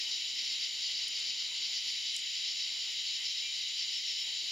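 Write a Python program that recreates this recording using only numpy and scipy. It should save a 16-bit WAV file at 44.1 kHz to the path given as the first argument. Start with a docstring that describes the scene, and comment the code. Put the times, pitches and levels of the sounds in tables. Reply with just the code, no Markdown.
"""A field at night, full of insects. Near katydids rasp in phrases of up to three strokes: runs of tooth
catches ring a husky wing, mixed with a clearer, buzzing note. Many more blur into a wash of patchy noise from
the trees. Crickets trill without a break as pulsed pure tones, with a very faint fluttering whine above them.
Short whistles come from far off, a few dry puffs of noise tick close by, and filtered noise rumbles beneath."""
import sys
import numpy as np
from scipy import signal
from scipy.fft import rfft, irfft, next_fast_len
from scipy.io import wavfile
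from scipy.ndimage import uniform_filter1d, map_coordinates

SR = 44100
rng = np.random.default_rng(int(sys.argv[2]) if len(sys.argv) > 2 else 0)


def output_pcm(signal):
    """Save a mono or channel-first signal as 16-bit PCM at the path in sys.argv[1].

    Samples are clipped to [-1, 1] before scaling.
    """
    pcm = np.clip(np.atleast_2d(signal).T, -1, 1) * 32767
    wavfile.write(sys.argv[1], SR, np.round(pcm).astype(np.int16))


N = 199053

# Phrases of the near katydids. Each row: middle of the first stroke in seconds, number of strokes,
# level in dB before stroke scatter, arch and voice trims, share of the clear ringing voice from 0 to 1.
KATYDID_PHRASES = [(.015, 2, -39.5, .35), (.395, 3, -39, .4), (.85, 2, -38.5, 0.14), (1.165, 3, -40, 0.18),
                   (1.648, 3, -37.5, 0.16), (1.96, 2, -46.5, 0.2), (2.382, 3, -40, 0.4),
                   (3.15, 3, -39, 0.66), (3.81, 1, -39, .5), (3.965, 3, -39, 0.9), (4.385, 2, -45, .2)]
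# Wing resonances of the husky voice. Each row: pitch in Hz, half width in Hz, level in dB.
HUSKY_RESONANCES = [(4570, 160, 2.5), (4905, 140, -1.5), (5210, 99, -0.5), (5880, 98, -4)]
# Echo of the trees. Each row: frequency in Hz, time to decay by 60 dB in seconds.
TREE_ECHO = [(500, 0.1), (4000, 0.25), (10000, 0.072)]
# Kinds of trilling cricket. Each row: middle pitch in Hz, pitch spread in Hz per unit of place in the group,
# typical wing strokes per second, level in dB, lean to the left in dB.
CRICKET_KINDS = [(2159, 115, 42, -58, 1), (3035, 105, 42, -46, 2), (3879, 82, 45, -43.5, 1.5),
                 (7025, 125, 70, -50.5, -1)]
# Tone of the far tree line. Each row: frequency in Hz, relative level in dB.
FAR_SPECTRUM = [(1200, -32), (1650, -20), (1950, -3), (2200, -2), (2450, -0.5), (2800, 5), (3150, 6),
                (3500, 5), (4100, -29), (4600, -29), (5600, -35), (7500, -48), (9000, -80)]
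# Tone of the nearer trees. Each row: frequency in Hz, relative level in dB.
TREES_SPECTRUM = [(2500, -44), (3700, -1), (4300, 1.5), (4800, 2.5), (5200, 1), (5800, -3.5), (6200, -12),
                  (6600, -8), (7000, -15), (7300, -17.5), (7650, -24.5), (9000, -57)]
# Tone of the high fizz. Each row: frequency in Hz, relative level in dB.
FIZZ_SPECTRUM = [(5000, -27), (7500, 1.5), (9200, 2.5), (11000, 1.5), (13000, -2), (15500, -9.5)]
# Brief lulls of the nearer trees: the middle of each in seconds.
LULL_TIMES = [1.51, 2.23, 3.205, 4.25]
# Course of the distant rumble. Each row: time in seconds, level in dB before an overall lift.
RUMBLE_LEVEL = [(0.1, -69.5), (0.17, -71.5), (1.57, -68), (1.94, -72.5), (2.43, -73), (2.47, -69.5),
                (2.74, -70.5), (4.07, -73.5), (4.45, -70)]
# Tone of the rumble. Each row: frequency in Hz, relative level in dB.
RUMBLE_SPECTRUM = [(20, -2.5), (60, -3.5), (130, -5.5), (190, -3), (255, -1), (350, -1.5), (500, -0.5),
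                   (750, -1), (950, 0.5), (1200, -2.5), (1600, 3), (3000, -37), (6000, -66)]
# Tone of the low drone. Each row: frequency in Hz, relative level in dB.
DRONE_SPECTRUM = [(170, -26), (245, 1.5), (340, 0), (480, -5.5), (650, -33)]
# Faint far whistles. Each row: middle in seconds, pitch there in Hz, glide in Hz per second, level in dB.
FAR_CALLS = [(.09, 913, -100, -74), (1.519, 983, -700, -73), (3.13, 361, 247, -76), (3.46, 2365, 0, -50.5),
             (3.46, 2670, -3, -52), (3.44, 2140, -200, -57), (4.29, 880, -750, -72.5)]
# Dry ticks and soft rustles close by. Each row: middle in seconds, level in dB, pitch in Hz,
# half length in seconds.
CLOSE_TICKS = [(1.083, -42.5, 9300, .0012), (1.1925, -52, 8460, .001), (1.199, -50, 8340, .0012),
               (2.15, -60, 8800, 0.02), (2.1654, -32.5, 6800, 0.0017), (2.1658, -51, 9650, .0013),
               (2.188, -56, 8300, .015)]

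STROKE_PERIOD_S, HALF_STROKE_S = 0.12, .027  # from one wing stroke to the next; half the length of one
STROKE_SCATTER_DB, ARCH_DB = 0.7, 2  # strokes differ at random; the outer strokes of a phrase are softer
FAR_DB, FAR_SWAY_DB = -44, 1.0  # the far tree line, and how much its level sways
TREES_DB, TREES_SWAY_DB = -39.5, 0.48  # the same for the nearer trees
SWAY_PER_S = 26  # random sway points per second: the mass drifts in and out of step
ANSWER_DB = 0.5  # the far ones join in with the strokes of the near ones
LULL_DB, HALF_LULL_S = 3.5, 0.028  # depth of the lulls and half their length
FIZZ_DB, FIZZ_SWAY_DB = -65.5, 0.37  # the faint high fizz of the chorus
DRONE_DB, DRONE_EXTRA_DB, DRONE_FADE_S = -74.5, 9.5, .9  # the drone starts louder and settles
TOP_HZ = 15750  # upper limit of the whole sound


def amp(db):
    """Decibels to gain."""
    return 10 ** (np.asarray(db) / 20)


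def unit(x):
    """Scale to rms 1."""
    return x / np.sqrt(np.mean(x ** 2) + 1e-20)


def along(points, hz):
    """Read (Hz, value) points along a log frequency axis."""
    f, v = np.transpose(points)
    return np.interp(np.log(hz + 1), np.log(f + 1), v)


def clock():
    """The time of every sample in seconds."""
    return np.arange(N) / SR


def curve(rows):
    """Draw straight lines through (seconds, value) points, one value per sample."""
    s, value = np.transpose(rows)
    return np.interp(clock(), s, value)


def wobble(rate):
    """A smooth random curve with rate knots a second."""
    at = np.arange(0, N + 16, 16)  # every 16th sample is enough
    smooth = map_coordinates(rng.standard_normal(2500), [at * rate / SR], mode="mirror")
    return np.interp(np.arange(N), at, smooth)


def filtered(x, response):
    """Shape x by a complex response of frequency."""
    m = next_fast_len(N + SR // 2)
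    spectrum = rfft(x, m) * response(np.fft.rfftfreq(m, 1 / SR))
    return irfft(spectrum, m)[..., :N]


def resonance(f, hz, width):
    """A causal resonance with steep skirts: two equal resonators in a row."""
    return (1j * f * width / (hz * hz - f * f + 1j * f * width)) ** 2


def pan(x, left_db):
    """Lean a sound to the left, or to the right if negative."""
    return x * amp([[left_db / 2], [-left_db / 2]])


def rush(spectrum, side_db, patchy_db):
    """Stereo noise of rms 1 that swells in short random patches of time and pitch."""
    z = signal.stft(rng.standard_normal((2, N)), nperseg=256)[2]
    patches = uniform_filter1d(rng.standard_normal(z.shape[1:]), 6, 0)
    patches = uniform_filter1d(patches, 18, 1)
    pair = signal.istft(z * amp(patchy_db * unit(patches)), nperseg=256)[1][:, :N]
    mid, side = filtered(pair, lambda hz: amp(along(spectrum, hz))) * amp([[0], [side_db]])
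    return unit(np.array([mid + side, mid - side]))


def outdoors(x, wet_db, side_db):
    """Add the scatter from leaves and trunks, a noise tail whose decay depends on pitch, at about equal power."""
    hz, t, z = signal.stft(rng.standard_normal((2, SR // 2)), SR, nperseg=256)
    decay = amp(-60 * t / along(TREE_ECHO, hz)[:, None])
    tail = signal.istft(z * decay, SR, nperseg=256)[1]
    scatter = signal.fftconvolve(x[None], tail / np.linalg.norm(tail[0]), axes=1)[:, :N]
    mid, side = scatter * amp([[wet_db], [wet_db + side_db]])
    return np.array([x + mid + side, x + mid - side]) / np.sqrt(1 + amp(2 * wet_db))


def phrasing():
    """Power of the husky and the clear voice: evenly spaced wing strokes that swell and fade."""
    t, power = clock(), np.zeros((2, N))
    for s, strokes, db, clear in KATYDID_PHRASES:
        scatter_db = STROKE_SCATTER_DB * rng.standard_normal(size=8)
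        share = np.clip(clear, 0, 1)
        for k in range(round(strokes)):
            swell = np.exp(-np.abs((t - s - k * STROKE_PERIOD_S) / HALF_STROKE_S) ** 3)
            arch_db = ARCH_DB * (k - (round(strokes) - 1) / 2) ** 2
            stroke_power = amp(db + scatter_db[k] - arch_db) ** 2 * swell
            power += np.outer([1 - share, share], stroke_power)
    return power


def scrape(wing, tooth_rate, scatter, size_db):
    """The scraper catches the teeth of the file one by one; each catch rings the wing."""
    chance = rng.standard_normal((4000, 2))
    gaps = np.exp(scatter * chance[:, 0])
    at = np.round(np.cumsum(gaps) * SR / tooth_rate).astype(int)
    catches = np.bincount(at[at < N], amp(size_db * chance[at < N, 1]), N)

    def ring(f):
        # neighbouring resonances take opposite signs
        return sum((-1) ** k * amp(db) * resonance(f, hz, 2 * half_width)
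                   for k, (hz, half_width, db) in enumerate(wing))
    return unit(filtered(catches, ring))


def ringing_wing(hz=5275, tooth_rate=215, depth=0.53, waver=0.011):
    """A sharply tuned wing keeps ringing from tooth to tooth: a buzzing, nearly pure note."""
    teeth = np.cumsum(tooth_rate * (1 + 0.1585 * wobble(60))) / SR
    pitch = hz * (1 + waver * wobble(35) + waver * wobble(400))
    buzz = (1 + depth * np.cos(2 * np.pi * teeth)) * amp(1.0 * wobble(140))
    return unit(buzz * np.sin(2 * np.pi * np.cumsum(pitch) / SR))


def katydids(power, husky_db=-0.1, clear_db=-1.0):
    """Each wing stroke swells and fades, mixing husky tooth catches with the clear ringing wing."""
    rasp = scrape(HUSKY_RESONANCES, tooth_rate=400, scatter=.25, size_db=1.0)
    husky = amp(husky_db) * np.sqrt(power[0]) * rasp
    ringing = amp(clear_db) * np.sqrt(power[1]) * ringing_wing()
    return pan(outdoors(husky + ringing, wet_db=-14, side_db=-6), left_db=.4)


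def trill(hz, stroke_rate, sag=.03, drift=.011, swell_db=1.0):
    """One cricket: a pure pulse for every closing of the wings, its pitch sagging as they slow."""
    strokes = rng.random() + np.cumsum(stroke_rate * (1 + .06 * wobble(8))) / SR
    cycle = strokes % 1
    # the wings sound for 68 % of each cycle
    pulse = np.sin(np.pi * np.clip(cycle / 0.68, 0, 1))
    pitch = hz * (1 - sag * (cycle - .3) + drift * wobble(70))
    # the wing starts ringing afresh with every stroke
    start = rng.random(2000)[strokes.astype(int)]
    tone = np.sin(2 * np.pi * (start + np.cumsum(pitch) / SR))
    return pulse * amp(swell_db * wobble(10)) * tone


def crickets(count=12):
    """Several animals of each kind trill out of step, on slightly different notes."""
    out = np.zeros((2, N))
    for hz, spread_hz, rate, db, left_db in CRICKET_KINDS:
        group = np.zeros(N)
        for place in np.linspace(-1.4, 1.4, count):
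            own_rate = rate * np.exp(.2 * rng.standard_normal())
            # the outer notes of the group are softer
            group += amp(-2 * place ** 2) * trill(hz + spread_hz * place, own_rate)
        heard = outdoors(group, wet_db=-12, side_db=-1)
        out += amp(db) * pan(unit(heard), left_db)
    return out


def thin_trill(hz=7867, flutter_per_s=30, level_db=-79):
    """A very faint, high whine: a slightly wavering sine that flutters in level."""
    t = clock()
    flutter = np.sin(np.pi * flutter_per_s * t)  # two swells in each full cycle
    return amp(level_db) * unit(flutter * np.sin(2 * np.pi * hz * t + .5 * wobble(5)))


def chorus(power, follow=0.43):
    """Countless distant rasps run together as noise; the farther the trees, the duller their sound."""
    lull_db = LULL_DB * sum(np.exp(-((clock() - s) / HALF_LULL_S) ** 2) for s in LULL_TIMES)
    near = unit(np.sqrt(power.sum(0)))
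    swell_db = ANSWER_DB * (near - near.mean()) + FAR_SWAY_DB * wobble(SWAY_PER_S)
    tree_line = amp(FAR_DB + swell_db) * rush(FAR_SPECTRUM, side_db=-9.5, patchy_db=0.58)
    # the nearer trees and the fizz swell a little with the mass of the chorus
    trees_db = TREES_DB + TREES_SWAY_DB * wobble(SWAY_PER_S) + follow * swell_db - lull_db
    nearer = amp(trees_db) * rush(TREES_SPECTRUM, side_db=-16, patchy_db=0.65)
    fizz_db = FIZZ_DB + FIZZ_SWAY_DB * wobble(3.57) + follow * swell_db
    fizz = amp(fizz_db) * rush(FIZZ_SPECTRUM, side_db=-20.5, patchy_db=1.1)
    return pan(tree_line, left_db=1.5) + pan(nearer, left_db=0.7) + fizz


def rumble(lift_db=4):
    """The low murmur of the far surroundings arrives from all sides as wide noise, with a settling drone."""
    murmur = amp(curve(RUMBLE_LEVEL) + lift_db) * rush(RUMBLE_SPECTRUM, side_db=-.5, patchy_db=1.36)
    drone_db = DRONE_DB + DRONE_EXTRA_DB * np.exp(-clock() / DRONE_FADE_S)
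    drone = amp(drone_db) * rush(DRONE_SPECTRUM, side_db=4.5, patchy_db=1.0)
    return murmur + drone


def far_calls(half_length_s=0.039):
    """Short whistles, level or gliding, each a slightly unsteady sine blurred by distance."""
    out = np.zeros(N)
    for s, hz, glide, db in FAR_CALLS:
        t = clock() - s
        swell = np.exp(-(t / half_length_s) ** 2)
        whistle = np.sin(2 * np.pi * (hz + glide * t / 2) * t + .3 * wobble(83))
        out += amp(db) * swell * np.sqrt(2) * whistle
    return pan(outdoors(out, wet_db=-13, side_db=0), left_db=1.5)


def ticks(width_hz=2000):
    """Tiny dry snaps and rustles, each a puff of noise around its own pitch."""
    out = np.zeros(N)
    for s, db, hz, half in CLOSE_TICKS:
        hiss = filtered(rng.standard_normal(N), lambda f: resonance(f, hz, width_hz))
        swell = np.exp(-((clock() - s) / half) ** 2)
        out += amp(db) * np.std(swell) * unit(swell * hiss)
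    return out


def scene():
    """All the voices of the field."""
    power = phrasing()
    insects = katydids(power) + crickets() + thin_trill() + chorus(power)
    return insects + rumble() + far_calls() + ticks()


def record(dry):
    """Keep only what lies below the band limit."""
    return filtered(dry, lambda hz: hz < TOP_HZ)


dry = scene()
out = record(dry)
output_pcm(out)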